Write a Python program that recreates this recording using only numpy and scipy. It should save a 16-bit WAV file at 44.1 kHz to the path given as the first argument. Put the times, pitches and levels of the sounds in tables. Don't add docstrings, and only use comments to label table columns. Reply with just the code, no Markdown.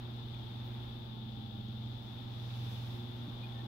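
import sys
import numpy as np
from scipy import signal
from scipy.fft import rfft, irfft, next_fast_len
from scipy.io import wavfile

SR = 44100
rng = np.random.default_rng(int(sys.argv[2]) if len(sys.argv) > 2 else 0)


def to_linear_factor(level_db):
    exponent = np.asarray(level_db, float) / 20
    return 10 ** exponent


def unload_audio(sound):
    columns = np.transpose(np.atleast_2d(sound))
    steps = np.round(np.clip(columns, -1, 1) * 32767)
    wavfile.write(sys.argv[1], SR, steps.astype(np.int16))


N = 161847

FLICKER_PER_S = 8


def at_hz(points, hz):
    p = np.array(points, float)
    return np.interp(np.log(1 + hz), np.log(p[:, 0]), p[:, 1])


def in_time(rows):
    s, *columns = np.transpose(rows)
    return [np.interp(np.arange(N) / SR, s, c) for c in columns]


def drift(rate):
    r = np.exp(-80 * np.pi * rate / SR)
    draws = rng.standard_normal(N // 40 + 2002)
    slow = signal.lfilter([1], [1, -2 * r, r * r], draws)[2000:]
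    return np.interp(np.arange(N) / 40, np.arange(len(slow)), slow / slow.std())


# pitch_hz, likeness [0-1]
LIKENESS = [(30, .9), (70, .6), (120, .8), (280, .75), (420, .4), (800, .2), (1500, 0)]


def noise(spectrum, left, patchy_db, alike=True):
    size = next_fast_len(N)
    hz = np.arange(size // 2 + 1) * SR / size
    mid, side = rfft(rng.standard_normal((2, size))) * np.sqrt(SR) / 2
    likeness = np.clip(at_hz(LIKENESS, hz), 0, 1) * alike
    shared = np.sqrt(1 + likeness) * mid
    apart = np.sqrt(1 - likeness) * side * [[1], [-1]]
    lowest_hz, highest_hz = spectrum[0][0], spectrum[-1][0]
    gain = to_linear_factor(at_hz(spectrum, hz)) * (hz > lowest_hz)
    pair = gain * np.array([to_linear_factor(at_hz(left, hz)), np.ones_like(hz)]) * (shared + apart)
    octave = np.log2((hz + 1) / lowest_hz)
    out = 0
    for k in range(int(np.log2(highest_hz / lowest_hz)) + 2):
        band = irfft(pair * np.clip(1 - abs(octave - k), 0, 1), size)[:, :N]
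        out = out + to_linear_factor(patchy_db * drift(FLICKER_PER_S)) * band
    return out


def tone(hz, wander, lead):
    phase = 2 * np.pi * (hz * np.arange(N) / SR + rng.random()) + wander * drift(2.0)
    return np.sqrt(2) * np.sin(phase + [[lead], [0]])


# pitch_hz, level_db [dB per Hz]
BEARING_HISS = [(700, -108), (2000, -105), (3500, -102), (5000, -109), (7000, -121), (9000, -127),
                (11300, -117), (16000, -114)]
# pitch_hz, left_db
BEARING_LEFT = [(700, 5), (2000, -2.5), (3500, 6), (5000, 3.5), (7500, -22), (11000, -2.5), (16000, 0.5)]
PORT_HZ, PORT_WIDTH_HZ, PORT_DB = 3515, 395, 16.5


def bearing():
    hiss = noise(BEARING_HISS, BEARING_LEFT, patchy_db=.5, alike=False)
    r = np.exp(-np.pi * PORT_WIDTH_HZ / SR)
    w = 2 * np.pi * PORT_HZ / SR
    ring = signal.lfilter([(1 - r * r) / 2, 0, (r * r - 1) / 2], [1, -2 * r * np.cos(w), r * r], hiss[0])
    return hiss + [[to_linear_factor(PORT_DB)], [0]] * ring


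# multiple [of shaft speed], left_db, right_db
MOTOR_LINES = [(9, -75, -88), (10, -80, -77), (12, -79, -83), (15, -71, -83), (16, -77, -82),
               (17, -73, -61), (19, -69, -66), (20, -87, -80), (23, -78, -79), (24, -92, -83),
               (26, -86, -81), (27, -93, -82), (28, -86, -81), (29, -85, -93), (30, -75, -86),
               (31, -86, -88), (33, -86, -83), (34, -92, -88), (35, -86, -82), (37, -83, -76),
               (42, -98, -88), (47, -120, -86)]
SHAFT_HZ, WHINE_FLUTTER_DB = 46.75, 1.6
SIDE_HZ, SIDE_LEFT_DB, SIDE_RIGHT_DB, SIDE_WANDER_RAD = 813, -80, -69, 3.0


def whine():
    out = to_linear_factor([[SIDE_LEFT_DB], [SIDE_RIGHT_DB]]) * tone(SIDE_HZ, SIDE_WANDER_RAD, 1)
    for multiple, left_db, right_db in MOTOR_LINES:
        level = to_linear_factor([[left_db], [right_db]] + WHINE_FLUTTER_DB * drift(3.0))
        out += level * tone(round(multiple) * SHAFT_HZ, .3, 2 * np.pi * rng.random())
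    return out


# time_s, first_machine_db, second_machine_db, sum_tone_db, overtones_db
MACHINES = [(0.05, -46.0, -62.0, -61.0, -58.0), (0.26, -45.0, -57.0, -60.0, -63.0),
            (0.47, -46.0, -57.0, -64.0, -62.0), (0.68, -45.0, -59.0, -63.0, -61.0),
            (0.89, -46.0, -63.0, -59.0, -60.0), (1.1, -48.0, -70.0, -55.0, -68.0),
            (1.31, -47.0, -54.0, -54.0, -66.0), (1.52, -49.0, -51.0, -54.0, -71.0),
            (1.73, -45.0, -52.0, -54.0, -69.0), (1.94, -45.0, -55.0, -58.0, -70.0),
            (2.15, -49.0, -60.0, -62.0, -62.0), (2.36, -45.0, -55.0, -63.0, -63.0),
            (2.57, -41.0, -54.0, -61.0, -69.0), (2.78, -42.0, -52.0, -59.0, -70.0),
            (2.99, -45.0, -55.0, -64.0, -57.0), (3.2, -46.0, -57.0, -65.0, -57.0),
            (3.41, -46.0, -67.0, -66.0, -60.0), (3.62, -45.0, -70.0, -60.0, -59.0)]
FIRST_HZ, SECOND_HZ = 119.25, 99.9
HUM_DB, HUM_PAN_DB, HUM_FLUTTER_DB = 1.5, -1.5, .7
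HUM_LEAD_RAD, HUM_WANDER_RAD = .2, .15
SUM_TONE_DB, OCTAVE_DB, THIRD_DB, SECOND_OCTAVE_DB = 2.0, 2.0, -3, -11


def hum():
    first, second, both, over = in_time(MACHINES)
    parts = [(FIRST_HZ, first),
             (SECOND_HZ, second),
             (FIRST_HZ + SECOND_HZ, both + SUM_TONE_DB),
             (2 * FIRST_HZ, over + OCTAVE_DB),
             (3 * FIRST_HZ, over + THIRD_DB),
             (2 * SECOND_HZ, second + SECOND_OCTAVE_DB)]
    out = 0
    for hz, db in parts:
        level = to_linear_factor(db + HUM_DB + HUM_FLUTTER_DB * drift(FLICKER_PER_S / 2))
        out = out + level * tone(hz, HUM_WANDER_RAD, HUM_LEAD_RAD * hz / FIRST_HZ)
    return to_linear_factor([[HUM_PAN_DB / 2], [-HUM_PAN_DB / 2]]) * out


# start_s, peak_db, pitch_hz, left_against_right_db
TICKS = [
    (.082, -55, 3700, -8),
    (.3462, -46, 3400, -12),
    (.3464, -48, 2500, -3),
    (1.685, -62, 6500, -6),
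]
TICK_T60_S, TICK_CRACK_DB = .016, -17


def ticks():
    t, out = np.arange(N) / SR, np.zeros((2, N))
    for start_s, db, hz, pan_db in TICKS:
        since = np.clip(t - start_s, 0, None)
        decay = to_linear_factor(-60 * since / TICK_T60_S)
        crack = to_linear_factor(TICK_CRACK_DB) * rng.standard_normal(N) * decay
        tick = (np.sin(2 * np.pi * hz * since) + crack) * decay
        out += to_linear_factor([[db + pan_db], [db]]) * tick * (t > start_s)
    return out


# time_s, peak_db
BUMPS = [
    (1.375, -41),
    (1.688, -39),
    (3.2833, -32),
    (3.640, -41),
]
BUMP_HZ, BUMP_S = 210, .0018


def bumps():
    t, out = np.arange(N) / SR, np.zeros((2, N))
    for time_s, db in BUMPS:
        push = np.cos(2 * np.pi * BUMP_HZ * (t - time_s))
        out -= to_linear_factor(db) * push * np.exp(-.5 * ((t - time_s) / BUMP_S) ** 2)
    return out


RUB_S, RUB_RISE_S, RUB_FALL_S = .655, .015, .05
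RUB_DB, RUB_LOW_HZ, RUB_STUTTER_HZ = -59, 13400, 180


def rub():
    t = np.arange(N) / SR
    high_pass = signal.butter(8, RUB_LOW_HZ, "high", fs=SR, output="sos")
    hiss = signal.sosfilt(high_pass, rng.standard_normal((2, N)))
    puff = np.exp(-abs(t - RUB_S) / np.where(t < RUB_S, RUB_RISE_S, RUB_FALL_S))
    stutter = 1 + np.sin(2 * np.pi * RUB_STUTTER_HZ * t)
    return to_linear_factor([[RUB_DB - 10], [RUB_DB]]) * hiss * puff * stutter


# time_s, length_s, pitch_hz, level_db
PEEPS = [
    (3.442, .008, 2460, -51),
    (3.565, .010, 1790, -61),
    (3.599, .011, 1800, -58),
]
PEEP_PAN_DB, PEEP_ECHO_DB, PEEP_ECHO_S = -4, -17, .06


def bird():
    t, out = np.arange(N) / SR, 0
    for time_s, length_s, hz, db in PEEPS:
        peep = np.exp(-.5 * ((t - time_s) / length_s) ** 2)
        tail = np.exp(-abs(t - time_s) / np.where(t < time_s, length_s, PEEP_ECHO_S))
        echo = to_linear_factor(PEEP_ECHO_DB) * drift(24.0) * tail
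        out = out + to_linear_factor(db) * np.sin(2 * np.pi * hz * t) * (peep + echo)
    return to_linear_factor([[PEEP_PAN_DB], [0]]) * out


# pitch_hz, level_db [dB per Hz]
RUMBLE = [(15, -112), (30, -76.5), (60, -75), (105, -74.5), (150, -77.5), (250, -75.5), (420, -87.5),
          (900, -97)]
TRAFFIC = [(300, -105), (550, -93), (900, -92.5), (1400, -97), (2000, -100.5), (2600, -101), (3500, -108),
           (5000, -123)]
LEAVES = [(1500, -110), (2800, -100), (3800, -100), (5300, -104), (7000, -113), (8800, -119), (11000, -115),
          (16000, -115)]
# pitch_hz, left_db
AIR_LEFT = [(20, -2), (100, -1), (1200, 0), (2200, -2), (4500, -2), (7500, -10), (9500, -8), (12000, -2)]
# time_s, traffic_db, gust_db
SWELL = [(0, 2.5, -3), (.3, 0, -1.5), (.75, 4, -1), (1.0, -1, -2), (1.2, -3.5, -4.5), (1.7, -4.5, -3),
         (2.0, 1, -2), (2.3, 1.5, 0.5), (2.5, 2, 5.5), (2.7, 3.5, 8), (2.9, 4, 6), (3.1, 2.5, 1),
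         (3.3, 3.5, 0.5), (3.67, 4, -1)]


def outdoors():
    traffic_db, gust_db = in_time(SWELL)
    rumble = noise(RUMBLE, AIR_LEFT, patchy_db=1.0)
    cars = noise(TRAFFIC, AIR_LEFT, patchy_db=1.0)
    leaves = noise(LEAVES, AIR_LEFT, patchy_db=1.0)
    return rumble + to_linear_factor(traffic_db) * cars + to_linear_factor(gust_db) * leaves


def scene():
    return bearing() + whine() + hum() + ticks() + bumps() + rub() + bird() + outdoors()


def top_cut(x):
    return signal.sosfilt(signal.butter(12, 17030, fs=SR, output="sos"), x)


def record(dry):
    low_pass = signal.ellip(14, .3, 60, 15760, fs=SR, output="sos")
    cut = signal.sosfilt(low_pass, dry)
    left_s = np.arange(N)[::-1] / SR
    mix = cut * np.clip(left_s / .004, 0, 1)
    return top_cut(mix)


dry = scene()
out = record(dry)
unload_audio(out)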